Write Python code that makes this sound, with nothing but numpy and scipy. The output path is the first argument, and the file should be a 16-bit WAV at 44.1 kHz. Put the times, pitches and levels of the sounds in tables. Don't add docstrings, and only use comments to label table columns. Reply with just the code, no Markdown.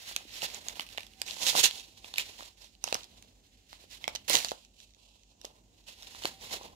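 import sys
import numpy as np
from scipy import signal
from scipy.fft import rfft, irfft, next_fast_len
from scipy.io import wavfile
from scipy.ndimage import map_coordinates

SR = 44100
rng = np.random.default_rng(int(sys.argv[2]) if len(sys.argv) > 2 else 0)


def how_loud(loudness_db):
    steps = np.asarray(loudness_db, float) / 20
    return 10 ** steps


def pcm_store(signal):
    levels = np.round(np.clip(np.atleast_2d(signal), -1, 1) * 32767)
    wavfile.write(sys.argv[1], SR, levels.astype(np.int16).T)


N = 297675


def unit(x):
    return x / np.sqrt(np.mean(x ** 2) + 1e-20)


def peak(x):
    return x / np.abs(x).max()


def along(points, hz):
    f, v = np.transpose(points)
    return np.interp(np.log(hz + 1), np.log(f + 1), v)


def curves(rows, t=None):
    s, *cols = np.transpose(rows)
    when = np.arange(N) / SR if t is None else t
    return [np.interp(when, s, c) for c in cols]


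def wobble(rate):
    t = np.arange(0, N + 64, 32)
    knots = rng.standard_normal(N // 100)
    curve = map_coordinates(knots, [t * np.clip(rate, .1, 400) / SR])
    return np.interp(np.arange(N), t, curve)


def causal(colour, size):
    cep = irfft(np.log(how_loud(along(colour, np.fft.rfftfreq(size, 1 / SR)))), size)
    cep[1:size // 2] *= 2
    cep[size // 2 + 1:] = 0
    return np.exp(rfft(cep))


def coloured(x, colour):
    return signal.fftconvolve(x, irfft(causal(colour, size=1024))[None], axes=1)[:, :N]


def resonance(f, hz, width):
    damping = 1j * f * width * hz
    return damping / (hz * hz - f * f + damping)


# f/Hz, likeness/0-1
LIKENESS = [(60, 1), (400, 0.58), (1500, 0.095)]


def still_air(colour):
    m = next_fast_len(N)
    hz = np.fft.rfftfreq(m, 1 / SR)
    turn = np.arccos(np.clip(along(LIKENESS, hz), -1, 1)) / 2
    noise = rfft(rng.standard_normal((2, m))) * how_loud(along(colour, hz))
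    mid, side = irfft(noise * [np.cos(turn), np.sin(turn)], m)[:, :N]
    return unit(np.array([mid + side, mid - side]))


# f/Hz, level/dB per Hz
RUMBLE_COLOUR = [(30, -10), (65, 0.48), (95, 0.02), (135, -10), (220, -4), (450, -13), (800, -17),
                 (1300, -35)]
# t/s, level/dB
HOUSE_LEVEL = [(0, -69), (.5, -66), (1.3, -66), (2.2, -66), (2.6, -72.5), (3.1, -65.5), (3.6, -68.5),
               (3.9, -67.5), (4.6, -69), (5.2, -73.5), (5.6, -68), (6, -71), (6.3, -65), (6.75, -65.5)]


def house_rumble():
    level_db = curves(HOUSE_LEVEL)[0] + 2.0 + 1.3 * wobble(2.9)
    return still_air(RUMBLE_COLOUR) * how_loud(level_db + [[-1.4], [1.4]])


# f/Hz, level/dB per Hz
HISS_COLOUR = [(800, -18.5), (1400, -6.5), (3900, -5), (7000, 8), (9000, -9), (11500, -26), (15800, -40)]


def microphone_hiss():
    return still_air(HISS_COLOUR) * how_loud([[-76], [-73]])


# f/Hz, level/dB rms, phase/turns
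MOTORS = [
    (49.37, -69, .55),
    (44.11, -71.5, .3),
    (98.76, -81, .87),
]


def motor_hum():
    t = np.arange(N) / SR
    return sum(np.sqrt(2) * how_loud(db) * np.sin(2 * np.pi * (f * t + turns)) for f, db, turns in MOTORS)


# t/s, level/dB
WHINE_LEVEL = [(.8, -82), (1.05, -72), (1.12, -79), (1.19, -70.5), (1.7, -71), (1.83, -64), (1.9, -79),
               (2, -75), (2.3, -80), (2.7, -86.5), (5.94, -92.5), (5.98, -67), (6.03, -89), (6.07, -64),
               (6.12, -70), (6.17, -85), (6.3, -83), (6.34, -64), (6.4, -64), (6.46, -84)]


def motor_whine():
    t = np.arange(N) / SR
    level = how_loud(curves(WHINE_LEVEL)[0] + 3.2 * wobble(18))
    return level * np.sin(2 * np.pi * 767 * t + 1.2 * wobble(12))


def background():
    return house_rumble() + microphone_hiss() + motor_hum() + motor_whine()


# f/Hz, t60/s
ROOM_DECAY = [(300, 0.22), (3000, 0.22), (14000, 0.026)]


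def room(x, size=SR // 4, count=27):
    out = np.zeros((2, N + 3 * size))
    for k in range(count + 1):
        hz, t, z = signal.stft(rng.standard_normal((2, size)), SR, nperseg=128)
        fading = z * how_loud(-60 * t / along(ROOM_DECAY, hz)[:, None])
        tail = signal.istft(fading, SR, nperseg=128)[1][:, :size]
        part = x[k * size:(k + 1) * size]
        if len(part):
            wet = signal.fftconvolve(part[None], tail / np.linalg.norm(tail[0]), axes=1)
            out[:, k * size + 160:][:, :wet.shape[1]] += wet
    return out[:, :N]


# f/Hz, level/dB
PHONE_SHADOW = [(60, -7), (380, -1.5), (2380, -6.5), (15000, -11)]
# t/s, left lag/ms, left-right level/dB
HANDS = [
    (0, 0.31, 3),
    (1.2, 0.35, -2.5),
    (2.2, 0.28, 2.5),
    (2.8, 0.37, -2),
    (3.3, 0.43, 2),
    (3.9, 0.391, -0.5),
    (5.2, 0.4, -1.5),
    (6.2, 0.28, 2),
]


def across_phone(x):
    hz, t, z = signal.stft(x[0], SR, nperseg=512)
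    lag_ms, pan_db = curves(HANDS, t)
    delay = np.exp(-2j * np.pi * hz[:, None] * lag_ms / 1000)
    z = z * how_loud(along(PHONE_SHADOW, hz)[:, None] + pan_db) * delay
    return np.array([signal.istft(z, SR, nperseg=512)[1][:N], x[1]])


# t/s, peak level/dB, f/Hz, pouch thump/dB rel., fizz/dB rel.
CRACK_EVENTS = [(0.163, -8, 4264, -20.5, -13), (0.4192, -18, 3876, -16, -24), (0.6846, -13, 6570, -36, -16),
                (0.7957, -13.5, 2990, -7, -22), (0.9756, -18.5, 3620, -17, -17),
                (0.9808, -18, 2885, -4, -29), (1.2165, -11, 2520, -18, -13),
                (1.71, -20, 3165, -16.5, -16.5), (2.0445, -30, 3230, -6, -16),
                (2.1393, -16.5, 3580, -14.5, -27), (2.1822, -7, 4540, -28, -10.5),
                (2.8406, -8.5, 5950, -12, -20), (2.8764, -20.5, 2840, -2, -42),
                (2.926, -7.5, 2640, -6.5, -24.5), (2.944, -5.5, 4040, -27, -19),
                (4.0412, -18, 2140, -14, -36), (4.0787, -12, 2290, -2, -17.5),
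                (4.151, -18, 4140, -7, -13.5), (4.297, -7.5, 3500, -30, -4), (4.4467, -10, 4780, -12, -19),
                (5.4511, -22.5, 3500, -37, -14), (6.254, -8, 3010, -9, -20)]
# t/s of the top, rustle level/dB, rise/ms per 10 dB, fall/ms per 10 dB, pouch/dB rel.
TEAR_STROKES = [(0.092, -36, 10.5, 36, -20), (0.372, -38.5, 48, 25.5, -12.5),
                (0.436, -27.5, 13.5, 19.5, -12.5), (1.267, -35.5, 4.5, 93.5, -12),
                (1.442, -24, 22.5, 7.5, -10.5), (1.481, -14.5, 18, 25, -17), (1.52, -29, 21.5, 21.5, -14),
                (1.578, -17, 14.5, 15, -12.5), (1.6, -18, 15, 16, -19.5), (1.647, -10.5, 12, 15, -21.5),
                (2.192, -31, 13.5, 27.5, -18.5), (4.2815, -23.5, -1.2, 68, -13),
                (4.305, -21.5, 3.5, 59.5, -10.5), (4.353, -21, 20, 17, -7.5), (4.392, -30.5, 9.5, 18, -15),
                (4.491, -38, 90.5, 36, -15), (6.26, -38, 32.5, 43, -12), (6.512, -35.5, 2, 14.5, -1),
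                (6.535, -30.5, 14.5, 24.5, -3)]
# t/s of the top, rustle level/dB, rise/ms per 10 dB, fall/ms per 10 dB
RUB_STROKES = [(0.092, -45, 235, 81), (0.535, -43.5, 51.5, 71.5), (0.703, -41, 46.5, 23.5),
               (0.765, -42.5, 10, 15), (0.814, -37.5, 15.5, 13.5), (0.912, -48.5, 54.5, 110),
               (1.783, -39.5, 265.5, 44), (1.858, -51.5, 45.5, 70), (1.979, -51, 17, 16.5),
               (2.069, -45.5, 25.5, 47.5), (2.313, -46, 129.5, 10.5), (2.432, -44.5, 100.5, 45.5),
               (2.609, -49, 18.5, 60), (2.879, -44, 28.5, 65), (3.02, -53, 27.5, 22),
               (3.198, -59, 300, 112), (3.729, -50, 27.5, 32.5), (3.84, -53, 61, 16.5),
               (3.931, -42.5, 20.5, 38), (4.052, -48.5, 36, 8), (5.012, -59.5, 30.5, 159.5),
               (5.453, -52.5, 30, 40), (5.872, -54.5, 6.5, 19), (5.891, -44.5, 13.5, 36),
               (5.994, -51, 15.5, 111.5), (6.16, -46.5, 112, 87), (6.342, -47.5, 10.5, 7.5),
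               (6.423, -42.5, 15, 92), (6.649, -48.5, 33, 23.5)]
# t/s of the top, rustle level/dB, rise and fall/ms per 10 dB
FIDGET_STROKES = [(1.15, -59.5, 22), (1.205, -46.5, 7.5), (4.146, -52, 10), (3.371, -66, 60.5),
                  (3.46, -60, 19.5), (3.57, -62, 73.5), (4.612, -57, 48), (4.822, -51.5, 44),
                  (4.894, -58, 1.5), (5.161, -57, 8), (5.311, -64, 31), (5.558, -63.5, 53.5),
                  (5.72, -68, 63.5), (5.795, -61.5, 28.5), (6.722, -61.5, 63)]
# t/s, level/dB rel. to the rustle
PRESS = [(0, -12), (.7, -5.5), (.9, -14), (1.8, -12.5), (2.4, -8.5), (2.88, -15), (3.02, -15), (3.25, -2),
         (3.65, -23), (3.84, -7), (3.93, -15), (4.05, -5), (4.7, -17.5), (5.1, -4.5), (5.6, 0), (5.9, -10),
         (6.2, -12), (6.7, 4)]


def moves():
    def press_db(s):
        return curves(PRESS, s)[0]

    rubs = [(s, db, rise, fall, press_db(s)) for s, db, rise, fall in RUB_STROKES]
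    fidgets = [(s, db, ms, ms, press_db(s)) for s, db, ms in FIDGET_STROKES]
    shivers = [(s + 0.0015, db - 37, 2.3, 43.7, -5.5) for s, db, *_ in CRACK_EVENTS]
    return TEAR_STROKES + rubs + fidgets + shivers


def strokes():
    s, db, rise_ms, fall_ms, pouch_db = np.transpose(moves())[:, :, None]
    fizz_db = -13 + 0.01 * (db - db.mean())
    t = np.arange(0, N / SR + .002, .001)
    u = 1000 * (t - s) / np.clip(np.where(t < s, rise_ms, fall_ms), .5, 300)
    shape_db = db - 10 * (np.sqrt(u * u + .25) - .5)
    power = [np.sum(how_loud(2 * (shape_db + rel)), axis=0) for rel in (0, pouch_db, fizz_db)]
    return [np.interp(np.arange(N) / SR, t, 10 * np.log10(p + 1e-12)) for p in power]


def crackle(per_s, spread_db, own):
    luck = rng.random((3, N)) * SR / per_s + 1e-6
    hit = luck < 1
    slips = rng.standard_normal((3, N), dtype=np.float32) * hit
    slips[hit] *= how_loud(-spread_db * np.log(luck[hit]))
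    own = np.clip(own, 0, 1)
    return unit(np.sqrt(1 - own) * slips[0] + np.sqrt(own) * slips[1:])


# f/Hz, sharpness/Q
PATCHES = [(2700, 1.2), (3400, 0.25), (4300, 1.6), (5600, 3.2), (7000, 7.1)]


def facets(hiss, grit, per_s, spread_db, own):
    total = 0
    for hz, sharpness in PATCHES:
        b, a = signal.iirpeak(hz, sharpness, SR)
        slips = np.sqrt(1 - grit) * hiss + np.sqrt(grit) * crackle(per_s, spread_db, own)
        grip_db = 1.6 * wobble(6) + 12 * (grit - .45) * np.log2(hz / 4000)
        total = total + how_loud(grip_db) * unit(signal.lfilter(b, a, slips))
    return unit(total)


# t/s, level/dB rel. to the rustle
LOOSENESS = [(0, -7), (1.1, -6.5), (1.45, -13.5), (1.95, -14.5), (2.15, -7.5), (2.65, -11), (3.1, -9),
             (4.4, -9), (4.65, -19.5), (5.35, -31), (5.5, -10), (6.75, -7.5)]
# f/Hz, level/dB per Hz
TAUT_COLOUR = [(1700, -55), (2350, -9), (2700, -0.5), (4200, 0), (4800, -4.5), (7300, -7), (8200, -12),
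               (9500, -48.5)]
# f/Hz, level/dB per Hz
SLACK_COLOUR = [(900, -31.5), (1300, -16.5), (2100, -6.5), (2900, -24.5)]
# f/Hz, level/dB per Hz
POUCH_COLOUR = [(60, -12.5), (300, -7), (600, -1), (1000, 1.5), (1500, -21.5), (2200, -43.5)]
# f/Hz, level/dB per Hz
FIZZ_COLOUR = [(6500, -28), (8500, -0.5), (11000, -5.5), (13000, -6.5), (16000, -17.5)]


def rustle():
    film_db, pouch_db, fizz_db = strokes()
    slack_db = curves(LOOSENESS)[0]
    grit = np.clip(0.33 + 0.011 * (film_db + 52.5), .05, .9)
    clumps = how_loud(2.07 * wobble(85))
    hiss = crackle(per_s=26000, spread_db=1.5, own=0.62)
    rough = crackle(per_s=8700, spread_db=2.5, own=0.55)
    slips = clumps * (np.sqrt(1 - grit) * hiss + np.sqrt(grit) * rough)
    rings = clumps * facets(hiss, grit, per_s=700, spread_db=3.4, own=0.9)
    soft = clumps * how_loud(2.4 * wobble(70)) * crackle(per_s=1400, spread_db=2.2, own=.15)
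    film = how_loud(film_db - 1.73) * unit(coloured(rings, TAUT_COLOUR))
    slack = how_loud(film_db + slack_db - 4.0) * unit(coloured(slips, SLACK_COLOUR))
    pouch = how_loud(pouch_db - 4.5) * unit(coloured(0.56 * slips + soft, POUCH_COLOUR))
    fizz = how_loud(fizz_db - 1.3) * unit(coloured(slips, FIZZ_COLOUR))
    return film + slack + pouch + fizz


# t/s, peak level/dB
TICK_EVENTS = [(1.318, -23.5), (1.334, -24), (2.644, -30.5), (2.67, -43), (3.033, -25.5), (4.1542, -16.5),
               (4.159, -13), (4.387, -13), (4.485, -19.5), (4.491, -20), (4.51, -18), (1.4158, -23),
               (1.4218, -18), (1.5768, -12), (1.631, -16), (1.6505, -18), (0.0762, -31), (1.272, -24),
               (1.2768, -22), (1.342, -27), (1.385, -26), (1.797, -25), (4.907, -44), (6.4116, -34),
               (6.5101, -31), (4.649, -33.5), (4.802, -31.5), (4.9366, -43.5), (4.947, -40.5), (5.195, -48),
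               (5.234, -40.5), (5.84, -50), (6.1556, -34), (6.5211, -25), (6.632, -30)]
# t/s, peak level/dB, f/Hz
CREASE_EVENTS = [(0.2925, -42, 1880), (0.3558, -27, 3300), (0.464, -25, 3200), (0.501, -28.5, 2410),
                 (0.8073, -20, 3200), (0.817, -29, 2950), (0.8655, -33, 2710), (0.889, -32, 2670),
                 (0.928, -35, 3500), (0.995, -29, 2330), (1.006, -26.5, 2460), (1.032, -29.5, 2520),
                 (1.0666, -31, 3420), (1.1355, -38, 2900), (1.264, -26, 3500), (1.2982, -25, 2950),
                 (1.3514, -39, 3620), (2.2218, -26, 2960), (2.3813, -36.5, 2800), (2.751, -42, 3000),
                 (2.8866, -23, 3380), (3.0077, -35, 3140), (3.0422, -31.5, 3500), (3.2247, -34, 6330),
                 (5.4143, -31, 3680), (6.024, -27, 3750), (6.03, -28.5, 3650), (6.237, -23, 3050),
                 (0.046, -44, 3040), (0.3391, -32, 3100), (0.4435, -24, 3130), (0.559, -33, 3020),
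                 (0.6694, -38, 2820), (0.696, -25.5, 2270), (0.7563, -33, 2910), (1.283, -23, 2600),
                 (1.757, -29, 3100), (1.781, -26, 3280), (2.159, -24, 2980), (2.196, -19, 2900),
                 (2.208, -24, 3180), (2.431, -31, 3500), (4.0545, -37, 2070), (4.087, -27, 2150),
                 (4.0925, -31, 2300), (4.402, -21, 2400), (4.427, -27, 2300), (5.8676, -45, 2960),
                 (5.8848, -36, 3040), (5.987, -47.5, 3070), (6.3931, -50, 3000)]
# t/s, thump peak level/dB, thump f/Hz
POP_EVENTS = [(0.1128, -34, 750), (0.252, -43.5, 320), (0.6667, -36, 665), (0.7707, -36, 815),
              (0.9482, -39, 720), (1.368, -31.5, 720), (1.552, -11, 659), (2.4071, -27, 1110),
              (2.425, -34, 640), (2.9526, -17, 980), (3.2477, -51, 405), (3.7295, -30, 775),
              (3.84, -44, 507), (4.5171, -16.5, 577), (4.967, -53, 600), (5.157, -52, 695),
              (5.352, -57, 596), (5.4467, -28, 590), (6.1482, -32, 960), (6.2212, -34, 716),
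              (6.248, -24, 375), (0.429, -26.5, 610), (0.444, -26.5, 654), (1.5451, -25.5, 714),
              (2.893, -30, 1000), (2.9472, -25.5, 503), (4.471, -32.5, 700)]
# t/s, peak level/dB
RIP_EVENTS = [(1.4667, -7), (1.484, -11), (1.4905, -11.5), (1.5925, -12), (1.611, -12.5), (1.6574, -5),
              (1.663, -7), (4.2794, -21.5), (4.3319, -6), (4.353, 2.5), (4.3623, -6.5), (4.3689, -6)]
# f/Hz, level/dB rel., f/Hz, level/dB rel.
CRACK_NEIGHBOURS = [(2885, -12, 6200, -8), (2900, 0, 5200, -14), (4960, -5, 3170, -23),
                    (2090, -3, 4070, -8), (2800, -1, 1760, -6), (1860, 1, 4800, -17), (4960, -1, 7630, 2),
                    (4160, -5, 1700, -9), (2600, 4, 4650, -12), (4140, 2, 6000, -20), (2410, 18, 3500, 3),
                    (4120, -5, 9300, -4.5), (3880, 3, 1440, -19), (4240, 4, 7700, -12),
                    (5700, -4, 2550, -9.5), (3165, -6.5, 5400, -17), (5500, -5.5, 4430, -6.5),
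                    (5100, -3, 3100, -9.5), (7620, -6, 5170, -6), (6420, -4.5, 1870, -21),
                    (6245, -2, 5400, -4), (4264, 4, 7400, -9)]
# f ratio, level/dB rel., f ratio, level/dB rel.
SMALL_NEIGHBOURS = (1.53, -4.5, 1.1, -9)


def buckles():
    pouch_hz, pop_thump_db = 770, 4.5
    small = [(s, db, 4060, -23, pouch_hz, -21.5) for s, db in RIP_EVENTS]
    small += [(s, db - pop_thump_db, 3300, pop_thump_db, hz, -14.5) for s, db, hz in POP_EVENTS]
    small += [(s, db, hz, -18, pouch_hz, -16) for s, db, hz in CREASE_EVENTS]
    small += [(s, db, 3930, -36, pouch_hz, -32.5) for s, db in TICK_EVENTS]
    cracks = [(s, db, hz, thump_db, pouch_hz, fizz_db, near)
              for (s, db, hz, thump_db, fizz_db), near in zip(CRACK_EVENTS, CRACK_NEIGHBOURS)]
    return cracks + [(*row, np.multiply(SMALL_NEIGHBOURS, (row[2], 1, row[2], 1))) for row in small]


def snaps(size=1024):
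    out = np.zeros((2, N + size))
    t, f = np.arange(size) / SR, np.fft.rfftfreq(size, 1 / SR)
    film = causal(TAUT_COLOUR, size) + 0.93 * causal(SLACK_COLOUR, size)
    fizz = causal(FIZZ_COLOUR, size)
    note_width = 0.16
    for s, db, hz, thump_db, thump_hz, fizz_db, near in buckles():
        chance = rng.standard_normal((3, size))
        t60 = 0.0065 * np.exp(0.1 * chance[0, -1])
        envelope = how_loud(-60 * t / t60) * (1 - np.exp(-t / 0.0007))
        spray = (0.6 * chance[0] + 4.1 * chance[1:]) * envelope
        burst = rfft(spray + 7 * (t == t[6]))
        burst *= 1 + 0.084 * np.exp(-2j * np.pi * f * 0.000706)

        patches = resonance(f, hz, note_width) ** 2
        for near_hz, near_db in np.reshape(near, (2, 2)):
            patches = patches + how_loud(near_db) * resonance(f, near_hz, note_width * np.sqrt(hz / near_hz)) ** 2
        note = how_loud(-1) * peak(irfft(patches)) + how_loud(-3.5) * peak(irfft(burst * film))
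        spit = peak(irfft(burst * fizz))

        push = np.exp(-2j * np.pi * f * 0.00047) * np.sign(chance[1, -1])
        hollow_hz = thump_hz * np.exp(0.082 * chance[2, -1])
        thump = peak(irfft(push * resonance(f, hollow_hz, 1.0) ** 2))
        lurch = peak(irfft(push * resonance(f, 280, 2.5) ** 2))
        thump = thump + how_loud(-10) * lurch * np.hanning(2 * size)[size:]
        snap = note + how_loud(thump_db - 1.5) * thump + how_loud(fizz_db + 3.5) * spit
        out[:, round(s * SR):][:, :size] += how_loud(db - 2.5) * snap
    return out[:, :N]


def scene():
    foil = rustle() + snaps()
    return across_phone(foil) + how_loud([[-19], [-18]]) * room(foil[1]) + background()


def band_limit(x):
    return signal.sosfilt(signal.butter(12, 17020, fs=SR, output="sos"), x)


def record(dry):
    bass_cut = signal.butter(3, 36, "highpass", fs=SR, output="sos")
    top_cut = signal.ellip(7, .5, 36, 15700, fs=SR, output="sos")
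    x = signal.sosfiltfilt(bass_cut, dry)
    x = x / (1 + np.abs(x / .96) ** 6) ** (1 / 6)
    return band_limit(signal.sosfilt(top_cut, x))


dry = scene()
out = record(dry)
pcm_store(out)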